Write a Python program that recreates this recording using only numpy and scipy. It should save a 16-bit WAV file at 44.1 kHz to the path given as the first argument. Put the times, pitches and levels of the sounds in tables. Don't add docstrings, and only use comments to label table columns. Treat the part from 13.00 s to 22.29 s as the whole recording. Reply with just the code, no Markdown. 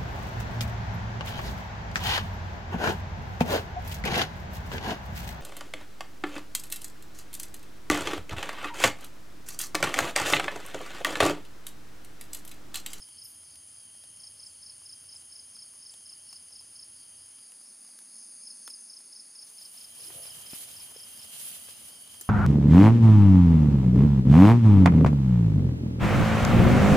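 import sys
import numpy as np
from scipy import signal
from scipy.fft import rfft, irfft, next_fast_len
from scipy.io import wavfile

SR = 44100
rng = np.random.default_rng(int(sys.argv[2]) if len(sys.argv) > 2 else 0)


def generate_wav(signal):
    frames = np.transpose(np.atleast_2d(signal))
    scaled = np.clip(frames, -1, 1) * 32767
    pcm = np.round(scaled).astype(np.int16)
    wavfile.write(sys.argv[1], SR, pcm)


N = 409684
TIME_S = np.arange(N) / SR

# offset_s, amplitude, pitch_hz
WING_STROKE = [(-.0095, 0, 5520), (-.005, .35, 5400), (-.0028, .92, 5290), (0, 1, 5230), (.003, .75, 5050),
               (.007, .5, 4900), (.011, 0, 4780)]
# first_s, last_s, peak_db, opening_stroke_rel_db
CHIRP_RUNS = [(.025, .257, -41.5, 0), (1.274, 1.274, -41.5, -6), (1.469, 2.627, -41.7, -2),
              (2.899, 3.830, -42.2, -4.5), (5.508, 5.741, -39, -11), (5.971, 6.657, -41.7, 0),
              (6.848, 7.537, -43, -1), (7.805, 8.037, -43, -10), (8.231, 8.231, -45, -22)]
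STROKE_GAP_S, CHIRP_GAP_S = .0345, .231

# freq_hz, density_db
KATYDID_SPECTRUM = [(7400, -50), (8100, -7.5), (8700, -6), (9100, -7), (9450, -4), (9800, -6),
                    (10150, -3.5), (10400, -7.5), (10650, -12.5), (11300, -44)]
CHORUS_SPECTRUM = [(4000, -44), (4300, 1.5), (4600, -5.5), (4950, -9), (5300, -4), (5500, 5.5), (5750, -39)]
HIGH_CRICKET_SPECTRUM = [(5800, -13), (6100, -0.5), (6250, -2), (6350, -4.5), (6550, 1), (6700, -8),
                         (6850, 0.5), (7300, -33)]
LOW_CRICKET_SPECTRUM = [(2450, -40), (2750, -5), (2980, -3.5), (3120, -5.5), (3225, 5.5), (3310, -21),
                        (3550, -43)]
# time_s, level_db
CHORUS_LEVELS = [(0, -59.5), (1.0, -64.5), (1.3, -61), (3.8, -60.5), (4.1, -62), (4.9, -63), (5.3, -58.5),
                 (6.0, -60), (8.4, -60.5), (9.29, -63.5)]
HIGH_CRICKET_LEVELS = [(0, -64), (1.8, -63.5), (2.75, -62), (4.4, -64.5), (6.6, -62), (9.29, -64.5)]
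LOW_CRICKET_LEVELS = [(0, -67), (4.4, -69), (4.8, -105), (6.2, -98), (6.6, -66.5), (7.2, -57.5), (8.3, -58),
                      (9.29, -58.5)]
REST_BEATS = [.54, 4.43, 4.87, 5.2, 9.19, 9.42]

# freq_hz, density_db
WIDE_HISS_SPECTRUM = [(150, 5.5), (500, 1.5), (1500, 2), (3500, 4.5), (5000, -20), (8000, -0.5),
                      (12000, -28), (15500, 10.5)]
AIR_SPECTRUM = [(30, -31), (110, -7.5), (220, 5.5), (310, 3.5), (420, -2), (560, 1), (900, -1),
                (2000, -1.5), (4000, -3), (7500, 0.5), (11000, -2.5), (12500, -7), (15500, -11)]
HUM_SPECTRUM = [(140, -28), (190, -9), (225, -3), (260, -7), (340, -18)]
RUMBLE_SPECTRUM = [(20, -52), (42, -22), (60, -15.5), (80, 0), (100, -2.5), (140, -8), (200, -17),
                   (400, -28.5)]
# time_s, relative_db
HUM_LEVELS = [(0, -87.5), (4.3, -84), (4.8, -75.5), (5.7, -73.5), (6.4, -83.5), (8.0, -73.5), (8.4, -70.5),
              (9.29, -70.5)]
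RUMBLE_LEVELS = [(0, -69.5), (2.05, -70), (2.4, -75), (4.2, -72.5), (5.15, -100), (6.0, -100), (6.95, -77),
                 (7.2, -64), (8.1, -73), (9.29, -71)]

# start_s, knock_rel_db, knock_hz, snap_rel_db
DROPS = [(.0877, -65, 890, -61), (0.557, -64, 2620, -56.5), (1.038, -61.5, 705, -59.5),
         (1.8177, -62.5, 1140, -74), (2.9398, -63, 915, -57), (3.121, -64.5, 1110, -73),
         (3.329, -58, 1140, -54.5), (3.61, -66, 1000, -63), (4.52, -59, 2900, -60), (4.876, -72, 1500, -67),
         (4.989, -60, 1660, -56.5), (5.6775, -46.5, 1390, -49), (5.7027, -80, 1500, -56)]
# centre_s, length_s, pitch_hz, level_db
INSECT_LISPS = [(.247, .034, 12200, -55), (.288, .035, 12100, -56), (.69, .04, 7600, -68),
                (1.47, .07, 7580, -66), (2.17, .045, 7600, -63), (2.925, .051, 7730, -62)]

# time_s, relative_db
HAMMOCK_MOTION = [(6.2, -37), (6.45, -8.5), (6.9, -6), (7.1, 2.5), (8.7, -1), (9.29, -3)]
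# peak_s, peak_rel_db, time_constant_s
NYLON_PULLS = [(6.77, -58.5, 0.12), (7.03, -55.5, 0.087), (7.24, -59, 0.072), (7.59, -52.5, 0.13),
               (8.46, -49, 0.18)]
# freq_hz, density_db
SWISH_SPECTRUM = [(900, -11.5), (1800, -8.5), (2700, -2.5), (4000, -1.5), (6000, -4), (8000, 0), (10000, 8),
                  (12000, 1), (14000, 0.5), (15500, 0)]
FLAP_SPECTRUM = [(40, -40), (90, 5.5), (150, 9), (250, 0), (400, 3), (600, 7), (1000, 2.5), (2000, -1.5),
                 (4000, -7.5)]
# centre_s, length_s, pitch_hz, relative_db
HAMMOCK_WHISTLES = [(7.02, .17, 10700, -47), (7.08, .074, 10700, -44), (7.23, .3, 10680, -44.5),
                    (7.62, .12, 10770, -45), (7.84, 0.068, 10700, -43.5), (8.02, 0.032, 10500, -47),
                    (8.46, 0.088, 10740, -39.5), (8.86, 0.031, 10560, -48), (9.02, .035, 10750, -44.5)]
# centre_s, length_s, pitch_hz, level_db
CORD_GROANS = [(7.01, .086, 470, -66), (7.09, 0.14, 350, -61.5), (7.19, .17, 576, -57),
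               (7.34, .2, 150, -66)]
# start_s, note_rel_db, pitch_hz, t60_s, click_rel_db
CLOTH_THUMPS = [(7.103, -50, 730, 0.023, -53), (7.157, -48, 130, 0.054, -72), (7.253, -45, 556, .012, -52),
                (7.532, -29.5, 242, 0.012, -45.5), (7.961, -41, 483, 0.021, -60),
                (8.686, -50.5, 510, 0.021, -53), (9.143, -55.5, 910, 0.027, -56)]
# centre_hz, width_hz, relative_db
RIGGING_MODES = [(455, 420, -14.5), (1550, 550, -14.5), (4300, 500, -13), (6270, 500, -9), (7650, 690, -4),
                 (8400, 760, 1.5), (12000, 5800, 0.5)]


def from_db(db):
    return 10 ** (np.asarray(db) / 20)


def unit_rms(x):
    return x / np.sqrt(np.mean(x ** 2) + 1e-20)


def decay(t, t60_s):
    return from_db(-60 * t / t60_s)


def gain_curve(rows):
    return from_db(np.interp(TIME_S, *np.transpose(rows)))


def drift(rate_hz):
    knots = rng.standard_normal(N // 8)
    return unit_rms(np.interp(TIME_S * rate_hz, np.arange(len(knots)), knots))


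def colour(x, spectrum):
    hz, db = np.transpose(spectrum)
    size = next_fast_len(N + 4096)
    log_hz = np.log(np.arange(size // 2 + 1) * SR / size + 1)
    shape = from_db(np.interp(log_hz, np.log(np.sort(hz)), db, left=-np.inf, right=-np.inf))
    return unit_rms(irfft(rfft(x, size) * shape, size)[..., :N])


def band(x, low_hz, high_hz):
    return signal.sosfilt(signal.butter(2, [low_hz, high_hz], "band", fs=SR, output="sos"), x)


def wide_noise(side_db):
    mid, side = rng.standard_normal((2, N))
    return mid + from_db(side_db) * side * np.array([[1], [-1]])


def add(track, start_s, sound):
    start = round(start_s * SR)
    first, last = max(start, 0), min(start + sound.shape[-1], N)
    if last > first:
        track[..., first:last] += sound[..., first - start:last - start]


def forest_echo(x, t60_s):
    tail = rng.standard_normal(SR) * decay(TIME_S[:SR], t60_s)
    return signal.oaconvolve(x, tail / np.linalg.norm(tail))[:N]


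def rough_tones(rows, width_ratio):
    out = np.zeros(N)
    for centre_s, length_s, hz, db in rows:
        swell = np.hanning(int(length_s * SR))
        noise = band(rng.standard_normal(SR // 2), hz * (1 - width_ratio / 2), hz * (1 + width_ratio / 2))
        add(out, centre_s - length_s / 2, from_db(db) * swell * unit_rms(noise[-len(swell):]))
    return out


def chirps(later_opening_db=-2):
    rows = []
    for first_s, last_s, peak_db, opening_db in CHIRP_RUNS:
        times_s = np.linspace(first_s, last_s, 1 + round((last_s - first_s) / CHIRP_GAP_S))
        rows += [(s, peak_db, later_opening_db if k else opening_db) for k, s in enumerate(times_s)]
    return rows


def near_cricket(jitter_hz=35):
    offset_s, amplitude, pitch_hz = np.transpose(WING_STROKE)
    t = np.arange(offset_s[0], offset_s[-1], 1 / SR)
    envelope, glide_hz = np.interp(t, offset_s, amplitude), np.interp(t, offset_s, pitch_hz)
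    out = np.zeros(N)
    for last_s, peak_db, opening_db in chirps():
        for k, stroke_db in enumerate((0, -.4, opening_db)):
            phase = 2 * np.pi * np.cumsum(glide_hz + jitter_hz * rng.standard_normal()) / SR
            tone = np.sin(phase) + from_db(-23) * np.sin(3 * phase)
            start_s = last_s - k * STROKE_GAP_S + offset_s[0]
            add(out, start_s, from_db(peak_db + stroke_db) * envelope * tone)
    return out + from_db(-14) * forest_echo(out, t60_s=.95)


def trill(pitch_hz, fall_hz, strokes_per_s, scatter_hz, duty, tempo_wander):
    cycle = rng.random() + np.cumsum(strokes_per_s * np.exp(tempo_wander * drift(6))) / SR
    progress = np.minimum(cycle % 1 / duty, 1)
    glide_hz = pitch_hz + fall_hz * (.5 - progress) + scatter_hz * drift(900)
    start_turns = rng.random(4096)[cycle.astype(int)]
    tone = np.sin(2 * np.pi * (np.cumsum(glide_hz) / SR + start_turns))
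    return unit_rms(np.sin(np.pi * progress) * tone)


def surge(rise_db, start_s=5.1, end_s=5.9, ramp_s=.051):
    return from_db(rise_db * np.clip(np.minimum(TIME_S - start_s, end_s - TIME_S) / ramp_s, 0, 1))


def katydids(level_db=-51):
    first = trill(9650, fall_hz=1500, strokes_per_s=101, scatter_hz=330.6, duty=.6, tempo_wander=.006)
    second = trill(9800, fall_hz=1100, strokes_per_s=108, scatter_hz=300, duty=.6, tempo_wander=.006)
    pair = first + from_db(-5) * second
    sizzle = unit_rms(band(rng.standard_normal(N), 8936, 10200))
    buzz = pair + from_db(-6.5) * forest_echo(pair, t60_s=.2) + from_db(5) * sizzle
    return from_db(level_db) * surge(rise_db=3) * colour(buzz, KATYDID_SPECTRUM)


def swarm(low_hz, high_hz, fall_hz, strokes_per_s, scatter_hz, echo_db, count):
    voices = np.zeros(N)
    for centre_hz in np.linspace(low_hz, high_hz, count):
        pitch_hz = centre_hz + scatter_hz * drift(20)
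        voices += trill(pitch_hz, fall_hz, strokes_per_s, scatter_hz, duty=.5, tempo_wander=.15)
    return voices + from_db(echo_db) * forest_echo(voices, t60_s=.18)


def cricket_chorus(swell_db=2.8, lead_s=.031):
    beats_s = np.sort([last_s - lead_s for last_s, _, _ in chirps()] + list(REST_BEATS))
    turns = np.cumsum(np.round(np.diff(beats_s, prepend=beats_s[0]) / CHIRP_GAP_S))
    swell = from_db(swell_db * np.cos(2 * np.pi * np.interp(TIME_S, beats_s, turns)))
    voices = swarm(4720, 5150, fall_hz=520, strokes_per_s=28.5, scatter_hz=90, echo_db=3.4, count=8)
    return gain_curve(CHORUS_LEVELS) * swell * colour(voices, CHORUS_SPECTRUM)


def high_crickets():
    voices = swarm(6300, 6620, fall_hz=400, strokes_per_s=45, scatter_hz=80, echo_db=0, count=6)
    return gain_curve(HIGH_CRICKET_LEVELS) * surge(rise_db=4) * colour(voices, HIGH_CRICKET_SPECTRUM)


def low_crickets_and_hiss(swell_db=1.5, period_s=1.058):
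    sides = [swarm(2900, 3250, fall_hz=300, strokes_per_s=35, scatter_hz=90, echo_db=.5, count=4)
             for side in "LR"]
    crickets = colour(np.array(sides), LOW_CRICKET_SPECTRUM)
    hiss = from_db(-8.5) * colour(rng.standard_normal((2, N)), WIDE_HISS_SPECTRUM)
    swell = from_db(swell_db * np.cos(2 * np.pi * TIME_S / period_s))
    return gain_curve(LOW_CRICKET_LEVELS) * (swell * crickets + hiss)


def forest_air():
    air = from_db(-63.5) * colour(wide_noise(side_db=-55), AIR_SPECTRUM)
    hum = gain_curve(HUM_LEVELS) * colour(rng.standard_normal(N), HUM_SPECTRUM)
    rumble = gain_curve(RUMBLE_LEVELS) * from_db(-1) * colour(wide_noise(side_db=-18), RUMBLE_SPECTRUM)
    return air + hum + rumble


def far_drops(per_s=3, knock_rel_db=-68, knock_hz=995, snap_rel_db=-67):
    draws = rng.random((64, 3))[:round(per_s * N / SR)]
    return [(when * N / SR, knock_rel_db + 7 * (size - .5), knock_hz * 2 ** (pitch - .5), snap_rel_db)
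            for when, size, pitch in draws]


def drop_ticks():
    out, t = np.zeros(N), TIME_S[:4096]
    modes = [(.37, -12), (.66, -8), (1, -2), (2.5, -6.5)]  # pitch_ratio, relative_db
    for start_s, knock_db, knock_hz, snap_db in list(DROPS) + far_drops():
        ring = sum((-1) ** k * from_db(db) * np.sin(2 * np.pi * knock_hz * ratio * t)
                   for k, (ratio, db) in enumerate(modes))
        tail = from_db(-13) * band(rng.standard_normal(len(t)), 350, 3000) * decay(t, .1)
        knock = unit_rms(band(ring * decay(t, .013) + tail, 200, 9000))
        snap_envelope = decay(t, .0065) + from_db(-20) * decay(t, .08)
        snap = unit_rms(band(rng.standard_normal(len(t)) * snap_envelope, 2800, 12000))
        add(out, start_s, from_db(knock_db - 11.5) * knock + from_db(snap_db - 8) * snap)
    return out


def insect_lisps():
    return rough_tones(INSECT_LISPS, width_ratio=.055)


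def nylon_swish(creases_per_s=70, crinkle_s=.00061):
    creases = (rng.random(N) < creases_per_s / SR) * np.minimum(rng.exponential(1, N), 3)
    crinkles = signal.lfilter([1], [1, -np.exp(-1 / (crinkle_s * SR))], creases)
    catches = from_db(.76 * drift(500) + 1.6 * drift(45)) * (1 + .31 * crinkles)
    folds = sum(band(wide_noise(side_db=-.3), hz, 2 * hz) * from_db(1.3 * drift(22))
                for hz in (1000, 2000, 4000, 8000))
    return colour(folds * catches, SWISH_SPECTRUM) * from_db([[-1], [1]])


def hammock_cloth(slide_rel_db=-59.5, flap_db=-64.5, flap_pull_share=.2):
    fade_in = np.clip(TIME_S - HAMMOCK_MOTION[0][0] + 1, 0, 1)
    motion = gain_curve(HAMMOCK_MOTION) * fade_in
    pull_power = sum((from_db(db) * np.exp(-np.abs(TIME_S - peak_s) / tau_s)) ** 2
                     for peak_s, db, tau_s in NYLON_PULLS)
    slide_power = from_db(slide_rel_db) ** 2
    swish = from_db(8.5) * np.sqrt(slide_power * motion ** 2 + pull_power) * nylon_swish()
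    pull_swell = np.sqrt(1 + pull_power / slide_power)
    flap = colour(wide_noise(side_db=-7) * from_db(2 * drift(60)), FLAP_SPECTRUM)
    return swish + from_db(flap_db) * motion * pull_swell ** flap_pull_share * flap


def hammock_whistles():
    sides = [rough_tones(HAMMOCK_WHISTLES, width_ratio=.02) for side in "LR"]
    return np.array(sides) * from_db([[-1.5], [1]])


def cord_groans():
    return rough_tones(CORD_GROANS, width_ratio=.33)


def cloth_thumps(attack_s=.0011):
    out, t = np.zeros(N), TIME_S[:4096]
    for start_s, note_db, pitch_hz, t60_s, click_db in CLOTH_THUMPS:
        envelope = decay(t, t60_s) * (1 - np.exp(-t / attack_s))
        note = band(np.sin(2 * np.pi * pitch_hz * t) * envelope, 76, 2000)
        click = band(rng.standard_normal(len(t)) * decay(t, .033), 360, 2900)
        add(out, start_s, from_db(note_db + 3.5) * note + from_db(click_db + 11.5) * click)
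    return out


def rigging_snap(start_s=9.2108, onset_db=-36.5, crack_t60_s=.008, rattle_t60_s=.07):
    out, t = np.zeros((2, N)), TIME_S[:SR // 4]
    envelope = decay(t, crack_t60_s) + from_db(1) * decay(t, rattle_t60_s)
    burst = rng.standard_normal((2, len(t))) * envelope
    crack = sum(from_db(db) * unit_rms(band(burst, hz - width_hz / 2, hz + width_hz / 2))
                for hz, width_hz, db in RIGGING_MODES)
    onset_rms = np.sqrt(np.mean(crack[:, :SR // 200] ** 2))
    add(out, start_s, from_db(onset_db) * crack / onset_rms)
    return out


def scene():
    lisps = insect_lisps()
    singers = near_cricket() + katydids() + cricket_chorus() + high_crickets() + low_crickets_and_hiss()
    lisp_echo = from_db(1.5) * forest_echo(lisps, t60_s=.34)
    forest = singers + lisps + lisp_echo + forest_air() + drop_ticks()
    hammock = hammock_cloth() + cord_groans() + hammock_whistles() + cloth_thumps() + rigging_snap()
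    return forest + hammock


def record(dry):
    return signal.sosfilt(signal.ellip(12, .1, 80, 15500, fs=SR, output="sos"), dry)


dry = scene()
out = record(dry)
generate_wav(out)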